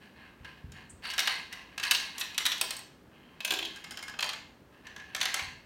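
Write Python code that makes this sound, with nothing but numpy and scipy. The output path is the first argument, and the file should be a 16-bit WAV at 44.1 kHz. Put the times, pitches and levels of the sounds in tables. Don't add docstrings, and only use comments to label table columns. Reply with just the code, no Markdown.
import sys
import numpy as np
from scipy import signal
from scipy.fft import rfft, irfft, next_fast_len
from scipy.io import wavfile

SR = 44100
rng = np.random.default_rng(int(sys.argv[2]) if len(sys.argv) > 2 else 0)


def generate_wav(signal):
    frames = np.transpose(np.atleast_2d(signal))
    scaled = np.clip(frames, -1, 1) * 32767
    pcm = np.round(scaled).astype(np.int16)
    wavfile.write(sys.argv[1], SR, pcm)


N = 249165
TIME = np.arange(N) / SR

ARRIVALS_S = [0, 1.7, 2.15, 2.56, 3.3, 3.73, 4.17, 4.7]


def from_db(db):
    return 10 ** (np.asarray(db) / 20)


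def rms_one(x):
    return x / np.sqrt(np.mean(x ** 2) + 1e-20)


def at_hz(points, hz):
    f, value = np.transpose(points)
    return np.interp(np.log(np.maximum(hz, 1)), np.log(f), value)


def coloured(x, spectrum):
    size = next_fast_len(len(x))
    hz = np.arange(size // 2 + 1) * SR / size
    gain = from_db(at_hz(spectrum, hz))
    return rms_one(irfft(rfft(x, size) * gain, size)[:len(x)])


def dying(t, t60_s):
    return np.exp(-np.log(1000) * t / max(t60_s, 1e-3))


def resonance(x, hz, width_hz):
    r = np.exp(-np.pi * width_hz / SR)
    zeros = np.array([1, 0, -1]) * (1 - r * r) / 2
    poles = [1, -2 * r * np.cos(2 * np.pi * hz / SR), r * r]
    return signal.lfilter(zeros, poles, x + 1e-18)


def add(out, start_s, sound):
    i = max(round(start_s * SR), 0)
    out[i:i + len(sound)] += sound[:max(N - i, 0)]


def background():
    # [f/Hz, density/dB]
    air_spectrum = [(25, -15), (60, 1.5), (100, -2.5), (220, 1), (400, -4.5), (700, -11), (1300, -13),
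                    (1700, -15.5), (2300, -20.5), (4000, -26), (7000, -32.5), (10000, -34), (15500, -34.5)]
    # [f/Hz, width per pass/Hz, level/dB]
    hum_band = (240, 7.7, -72.5)
    air_db = -57.5
    hz, width_hz, hum_db = hum_band
    hum = rng.standard_normal(N)
    for _ in range(2):
        hum = resonance(hum, hz, width_hz)
    air = coloured(rng.standard_normal(N), air_spectrum)
    return from_db(air_db) * air + from_db(hum_db) * rms_one(hum)


def echoes(first_echo_s, build_s):
    # [f/Hz, t60/s]
    room_t60 = [(100, 0.87), (800, 0.1161), (2100, 0.3259), (5500, .5), (9000, 0.147), (15000, 0.34)]
    # [f/Hz, level/dB]
    room_colour = [(100, -7), (800, 13), (2100, -0.5), (5500, -1.5), (9000, 3), (15000, -2.5)]
    t = TIME[:int(.7 * SR)]
    edges_hz = np.geomspace(40, 18000, 15)
    white = rng.standard_normal((2, len(t)))
    tail = np.zeros(len(t))
    for k, (low, high) in enumerate(zip(edges_hz, edges_hz[1:])):
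        bandpass = signal.butter(2, [low, high], "band", fs=SR, output="sos")
        band = signal.sosfilt(bandpass, white[k % 2])
        hz = np.sqrt(low * high)
        tail += band * from_db(at_hz(room_colour, hz)) * dying(t, at_hz(room_t60, hz))
    tail *= 1 - np.exp(-np.maximum(t - first_echo_s, 0) / build_s)
    return tail / np.sqrt(np.sum(tail ** 2))


def room(x, wet_db):
    wet = np.zeros(N)
    stretches = np.split(x, [round(s * SR) for s in ARRIVALS_S[1:]])
    for start_s, stretch in zip(ARRIVALS_S, stretches):
        add(wet, start_s, signal.fftconvolve(stretch, echoes(first_echo_s=0.004, build_s=0.012)))
    return x + from_db(wet_db) * wet


def low_blows(blows, modes, contact_s):
    out, t = np.zeros(N), TIME[:SR // 2]
    boom = np.zeros(len(t))
    for hz, db, t60_s in modes:
        boom += from_db(db) * np.sin(2 * np.pi * hz * t) * dying(t, t60_s)
    boom *= 1 - np.exp(-t / contact_s)
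    for start_s, db in blows:
        add(out, start_s, from_db(db) * boom)
    return out


def floor_thumps():
    # [t/s, gain/dB]
    thump_blows = [(0.407, -52), (.642, -44), (.692, -56), (.75, -62), (0.934, -55), (5.42, -52),
                   (5.475, -53)]
    # [f/Hz, level/dB, t60/s]
    board_modes = [(48, -50, .35), (68.4, -2, 0.4), (84.3, 11.5, 0.12), (117, 1, 0.19), (139.4, 6, 0.094),
                   (197, -28, 0.053)]
    return low_blows(thump_blows, board_modes, contact_s=0.0031)


def scuffs():
    # [t/s, level before envelope/dB, f/Hz, width per pass/Hz, length/s]
    rubs = [(0.895, -50, 8100, 1550, 0.03), (2.192, -43, 12390, 1993, .022)]
    out, t = np.zeros(N), TIME[:SR // 10]
    for start_s, db, hz, width_hz, length_s in rubs:
        hiss = rng.standard_normal(len(t))
        for _ in range(2):
            hiss = resonance(hiss, hz, width_hz)
        envelope = np.sin(np.pi * np.sqrt(np.minimum(t / length_s, 1)))
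        add(out, start_s, from_db(db) * rms_one(hiss) * envelope)
    return out


def column_knocks():
    # [t/s, gain/dB]
    knock_blows = [(2.613, -45), (3.507, -43), (3.522, -41), (3.538, -41), (3.626, -42.5)]
    # [f/Hz, level/dB, t60/s]
    column_modes = [(337, -3, 0.097), (392, -1, 0.077), (534, -31, 0.05), (680, 0, 0.057),
                    (746, 4.5, 0.029), (960, 4, 0.024)]
    return low_blows(knock_blows, column_modes, contact_s=0.0011)


def tower(x, coupling_db, width_hz):
    # [f/Hz, level/dB]
    tower_modes = [(1044, -47), (1308, -51.5), (1696, -59), (2132, -54), (2606, -63), (2880, -55.5),
                   (3165, -51)]
    strongest_db = max(db for hz, db in tower_modes)
    ringing = np.zeros(N)
    for hz, db in tower_modes:
        ringing += from_db(db - strongest_db + coupling_db) * resonance(x, hz, width_hz)
    return x + ringing


def taps(per_s, spread_db, t60_s, spectrum):
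    hits = rng.random(N) < per_s / SR
    strength = from_db(spread_db * np.minimum(rng.exponential(1, N), 3))
    clicks = hits * rng.choice([-1, 1], N) * strength
    t = TIME[:SR // 40]
    ring = rng.standard_normal(len(t)) * dying(t, t60_s)
    return coloured(signal.fftconvolve(clicks, ring)[:N], spectrum)


def rolling(skip_db, skip_growth, drone_db):
    # [f/Hz, density/dB]
    murmur_colour = [(200, -28), (500, -18.5), (1000, -8.5), (1350, -10), (1620, 1), (1950, -5.5),
                     (2500, -3.5), (3150, -9.5), (4600, -16.5), (7000, -21), (15000, -30)]
    # [f/Hz, density/dB]
    drone_colour = [(250, -28), (550, -10.5), (800, 4.5), (1050, 4), (1350, 0.5), (2000, -29)]
    # [f/Hz, density/dB]
    skip_colour = [(500, -19.5), (1600, 0.5), (2500, 0.5), (3000, -19.5), (3600, 0.5), (4600, 10),
                   (5200, -21), (9300, -2.5), (15000, -25.5)]
    # [f/Hz, width/Hz, gain/dB]
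    track_modes = [(1040, 60, -8), (1310, 58, -11), (1686, 100, -2), (2116, 80, -4.5), (2780, 100, -11),
                   (4590, 56, -2.5)]
    # [t/s, length before fade/s, gain/dB, stretch's own note/Hz, treble shelf/dB]
    rolls = [(0, 0.049, -61, 1720, 3), (0.145, .12, -56.5, 1660, -12), (0.376, 0.35, -71, 1670, -5),
             (0.427, 0.047, -54.5, 1640, -1.5), (0.732, 0.061, -53.5, 1720, -4.5),
             (1.02, 0.095, -45.5, 4586, 4), (1.216, 0.12, -39, 2080, -1.5),
             (1.502, 0.095, -51.5, 1930, -1.5), (1.703, 0.041, -58, 1800, -8),
             (1.828, 0.02, -37.5, 1720, 0.5), (1.975, .04, -43.5, 3870, 5), (2.136, .19, -52.5, 2575, 2),
             (2.509, 0.23, -49.5, 3170, 0), (3.106, 0.34, -62.5, 3163, -11), (3.457, 0.32, -54.5, 3240, 4),
             (3.851, 0.27, -56, 2100, -4), (4.245, 0.12, -49.5, 2120, -5), (4.712, 0.027, -63, 1690, 2),
             (4.834, 0.043, -54, 1707, -4.5), (4.97, 0.17, -57.5, 1700, -4), (5.192, .24, -42.5, 2083, -4)]
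    attack_s, fade_db_per_s = 0.025, 119
    skip_ref_db = -38.5
    note_width_hz, note_db, treble_hz = 130, -11, 3000

    bumps = taps(per_s=1100, spread_db=3.0, t60_s=0.0095, spectrum=murmur_colour)
    murmur = bumps.copy()
    for hz, width_hz, db in track_modes:
        murmur += from_db(db) * resonance(bumps, hz, width_hz)
    murmur = rms_one(murmur)
    drone = from_db(drone_db) * taps(per_s=900, spread_db=3.0, t60_s=0.01, spectrum=drone_colour)
    skips = from_db(skip_db) * taps(per_s=140, spread_db=0.7, t60_s=0.009, spectrum=skip_colour)

    out = np.zeros(N)
    highpass = signal.butter(1, treble_hz, "high", fs=SR)
    for start_s, length_s, db, note_hz, treble_db in rolls:
        span = slice(max(round(start_s * SR), 0), round((start_s + length_s + .5) * SR))
        t = TIME[span] - start_s
        fade_db = fade_db_per_s * np.maximum(t - length_s, 0)
        gain = from_db(db - fade_db) * np.clip(t / attack_s, 0, 1)
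        note = from_db(note_db) * rms_one(resonance(bumps[span], note_hz, note_width_hz))
        skip_gain = (gain / from_db(skip_ref_db)) ** abs(skip_growth)
        sound = murmur[span] + drone[span] + note + skip_gain * skips[span]
        treble = signal.lfilter(*highpass, sound)
        add(out, start_s, gain * (sound + (from_db(treble_db) - 1) * treble))
    return out


def plastic_piece(spectrum, peaks, uneven_db, size=4096, spacing=4):
    bins = np.arange(spacing, size // 2 - spacing, spacing)
    bins = bins + rng.integers(0, spacing, len(bins))
    hz = bins * SR / size
    strength_db = at_hz(spectrum, hz) + uneven_db * rng.standard_normal(len(bins))
    for centre_hz, width_hz, height_db in peaks:
        strength_db += height_db / (1 + (2 * (hz - centre_hz) / width_hz) ** 2)
    lines = np.zeros(size // 2 + 1, complex)
    lines[bins] = from_db(strength_db) * np.exp(2j * np.pi * rng.random(len(bins)))
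    line_hz = np.arange(len(lines)) * SR / size
    treble = 1 / (1 + (6500 / np.maximum(line_hz, 1)) ** 6)
    return irfft([lines * (1 - treble), lines * treble]) * np.sqrt(size * spacing)


def ping(t, hz, cycles):
    return np.sin(2 * np.pi * hz * t) * dying(t, cycles / hz)


def strike(t, piece, force_db, clack_db, click_db, ping_hz):
    band_hz = [680, 1700, 3700, 7800, 12600]
    # [hollow re clack/dB, snap re click/dB]
    builds = [(-9, -4), (-9, -6), (-9, -6.5), (0.5, -1.5), (4, 0), (1.5, -3.5), (-2.5, -7.5), (-6, -8)]
    ring_t60_s = [0.057, 0.048, 0.052, 0.05, 0.053, 0.049, 0.05, 0.043]
    # [f/Hz, width/Hz, height/dB]
    piece_a = [(1680, 260, 6.5), (2920, 450, 7.5), (3770, 290, 8), (4400, 210.0, 1.5), (4560, 170, -0.5),
               (5570, 900, 7), (9000, 210, 5.5)]
    piece_b = [(1640, 360, 4.3), (2660, 100, 12.7), (3029.4, 160, 8.7), (3770, 360.0, 2.6), (4520, 380, 5),
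               (6200, 580, 4.8), (8750, 600, 2.7)]
    piece_c = [(1880, 200, 5.4), (2630, 190, 4.8), (3320, 780, 6.2), (3960, 450, 3.8), (5790, 200, 6.8),
               (9500, 260, 1.8), (12900, 330, 5.5)]
    piece_d = [(1010, 143, 7.1), (2530, 130, 11), (2900, 100, 2.4), (3230, 1300, 4.7), (4500, 230, 6.9),
               (5200, 410, 5.7), (8400, 440, 12)]
    piece_e = [(1600, 167, 8.8), (2579, 370, 7.9), (3205, 510, 5.52), (3960, 280.0, 1.78),
               (6351, 352, 4.57), (7203, 240, 9), (9300, 190, 4.3)]
    piece_f = [(1289, 60, 3.61), (1565.5, 260, 12), (2069, 74, 6.7), (3120.0, 420, 8), (5117, 810, 11.6),
               (6900, 405, 9.1), (9060, 320, 10.6)]
    piece_g = [(1370, 650, 6.2), (2520, 220, 7.7), (3170.0, 300, 6.9), (4142, 120, 9.4), (4730, 270, 4.3),
               (6758, 190, 5.1), (9150.0, 200, 6.2)]
    piece_h = [(1780, 69, 4.32), (2250, 160, 2.8), (3320, 336, 5.2), (3900, 240, 4.76), (4460, 160, 2.9),
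               (6143, 550, 5.84), (6585, 119, 1.676)]
    peaks = [piece_a, piece_b, piece_c, piece_d, piece_e, piece_f, piece_g, piece_h][piece]
    chatter_s, rise_s, treble_life = 0.0044, 0.00018, 0.56
    bass_db, belly_db, top_db, treble_gain_db = -34, -1.5, -8.5, 6.5
    snap_growth = 0.16
    usual_ping_db, ping_growth = -4.5, 0.26

    hollow_re_clack_db, snap_re_click_db = builds[piece]
    hollow_db = clack_db + hollow_re_clack_db
    snap_db = click_db + snap_growth * force_db + snap_re_click_db
    spectrum = sorted([(200, hollow_db + bass_db),
                       (1020, (hollow_db + clack_db) / 2 + belly_db),
                       (16000, snap_db + top_db),
                       *zip(band_hz, [hollow_db, clack_db, 0, click_db, snap_db])])
    body, treble = plastic_piece(spectrum, peaks, uneven_db=2.5, size=len(t))
    t60_s = ring_t60_s[piece]
    sound = body * (1 - np.exp(-t / rise_s)) * dying(np.maximum(t - chatter_s, 0), t60_s)
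    sound += from_db(treble_gain_db) * treble * dying(t, t60_s * treble_life)
    ping_db = usual_ping_db - ping_growth * force_db
    return sound + from_db(ping_db) * ping(t, ping_hz, cycles=182)


def strikes(gain_db, size=4096):
    # [t/s, relative level at 3.7 kHz/dB, clack re level/dB, click re level/dB, ping f/Hz,
    # time to rebound/s (up to 3 ms: none sounded)]
    hits = [(0.4467, -57, 11, -10, 1633, 0.0059), (0.7196, -60, 3, 0, 6890, 0),
            (1.039, -56, 0, -18, 1700, 0.0028), (1.0533, -44, 5, -17, 4600, 0.00066),
            (1.1016, -41, -5, -10, 2930, 0.011), (1.1365, -42.5, -1, -7, 1600, 0.00014),
            (1.1799, -35, 6.5, -8, 1693, 0.00079), (1.1912, -29.5, -2.5, -7.5, 2156, 0.011),
            (1.2733, -30.5, 5, -12, 2970, 0.0029), (1.5267, -47.5, 4, -5, 1984, 0.0051),
            (1.7787, -39, 0, -8, 1634, 0.0003), (1.7978, -42, 6.5, -7, 3943, 0.0026),
            (1.8293, -41, 6, -10, 2565, 0), (1.8355, -33, -1.5, -9.5, 2580, .0137),
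            (1.9108, -25, -1.5, -4.5, 3800, .005), (1.9483, -25.5, -13.5, -16, 2826, 0),
            (2.1812, -45, 0, 2, 9265, 0.016), (2.2041, -52, -4, 11, 2700, 0.00015),
            (2.2108, -33.5, -2, -10, 2600, 0.00079), (2.3452, -47, -5, -11, 2540, 0.00042),
            (2.3791, -29.5, -3, -6, 3650, 0.00017), (2.4059, -41.5, 3, -16, 2090, 0.00011),
            (2.454, -29.5, -2.5, -8.5, 3810, 0.0015), (2.4632, -30, 1, -3, 3870, 0),
            (2.518, -32, -1, -11, 3410, 0.008), (2.579, -50.5, -12, -2, 3430, 0.00093),
            (2.6124, -32.5, -2.5, -2, 3630, 0.0011), (2.7066, -40, -2.5, -2, 4182, 0.00063),
            (2.7668, -58, 0, 12, 8150, 0.001), (2.79, -58.5, 6, 6, 1955, 0.00063),
            (3.4048, -40.5, -8, -17.5, 2599, 0.00029), (3.4484, -32.5, -8, -7.5, 2606, 0.0015),
            (3.4779, -38, -10, -18, 6130, 0.00095), (3.5065, -28, -9.5, -16, 3450, 0),
            (3.5209, -37.5, 0, -6.5, 1650, 0), (3.5378, -34, -9.5, -12, 3410, 0.00069),
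            (3.589, -34.5, -9.5, -18, 3090, 0.0015), (3.6265, -38.5, -9, -20, 3324, 0),
            (3.6507, -38, -20, -18, 3160, 0.0051), (3.7602, -57.5, -1, -2, 1617, 0.01),
            (3.8416, -50.5, -0.5, -7.5, 2162, 0.0034), (3.9088, -49, -1.5, -3.5, 3125, 0.012),
            (3.9726, -47, -0.5, -7.5, 3100, 0.017), (4.027, -49.5, 2, -4.5, 2149, 0.0098),
            (4.0812, -49.5, 3, -6.5, 1658, 0.015), (4.1389, -53, 4.5, -24, 2574, 0.00032),
            (4.1898, -37, -1, -11, 2600, 0.00051), (4.2064, -39, -3, -6, 2580, 0.0014),
            (4.226, -32, -0.5, -9, 4556, 0.016), (4.2624, -51, -5, -1, 2150, 0.00092),
            (4.291, -38, -2.5, -10, 4200, 0.0058), (4.3332, -45, 1.5, -5.5, 3384, 0.00068),
            (4.8692, -51.5, 5, -8.5, 1739, 0.002), (4.9628, -50.5, 6.5, -8.5, 1660, 0.015),
            (4.999, -54, 4, -13, 1728, 0), (5.1484, -38.5, 6.5, -3, 3619, 0.015),
            (5.2044, -43, 5, -6, 6580, 0.00069), (5.2128, -27, -4.5, -11.5, 3499, 0.00012),
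            (5.2294, -36, 2.5, -4, 4630, 0.0025), (5.2554, -29.5, -0.5, -11.5, 1947, 0.00037),
            (5.3421, -35, 8, 1, 3130, 0), (5.3931, -40, 7, -11, 2261, 0)]
    usual_db, rebound_loss_db, min_rebound_s = -37.5, 5.5, .003
    out = np.zeros(N)
    for hit_s, db, clack_db, click_db, ping_hz, rebound_s in hits:
        piece = np.searchsorted(ARRIVALS_S, hit_s) - 1
        touches = [(hit_s, db)]
        if rebound_s > min_rebound_s:
            touches.append((hit_s + rebound_s, db - rebound_loss_db))
        for touch_s, touch_db in touches:
            sound = strike(TIME[:size], piece, db - usual_db, clack_db, click_db, ping_hz)
            add(out, touch_s, from_db(touch_db + gain_db) * sound)
    return out


def scene():
    contacts = rolling(skip_db=-0.5, skip_growth=0.73, drone_db=-11) + strikes(gain_db=8.5)
    marbles = tower(contacts, coupling_db=-7, width_hz=37) + column_knocks()
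    direct = floor_thumps() + scuffs() + marbles
    return (background() + room(direct, wet_db=-6.5))[None]


def record(dry):
    bass_cut = signal.butter(2, 32, "high", fs=SR, output="sos")
    heard = signal.sosfilt(bass_cut, dry)
    heard = heard - from_db(-6.5) * resonance(heard, hz=10380, width_hz=620)
    top_cut = signal.ellip(10, .3, 80, 15900, fs=SR, output="sos")
    return signal.sosfilt(top_cut, heard)


dry = scene()
out = record(dry)
generate_wav(out)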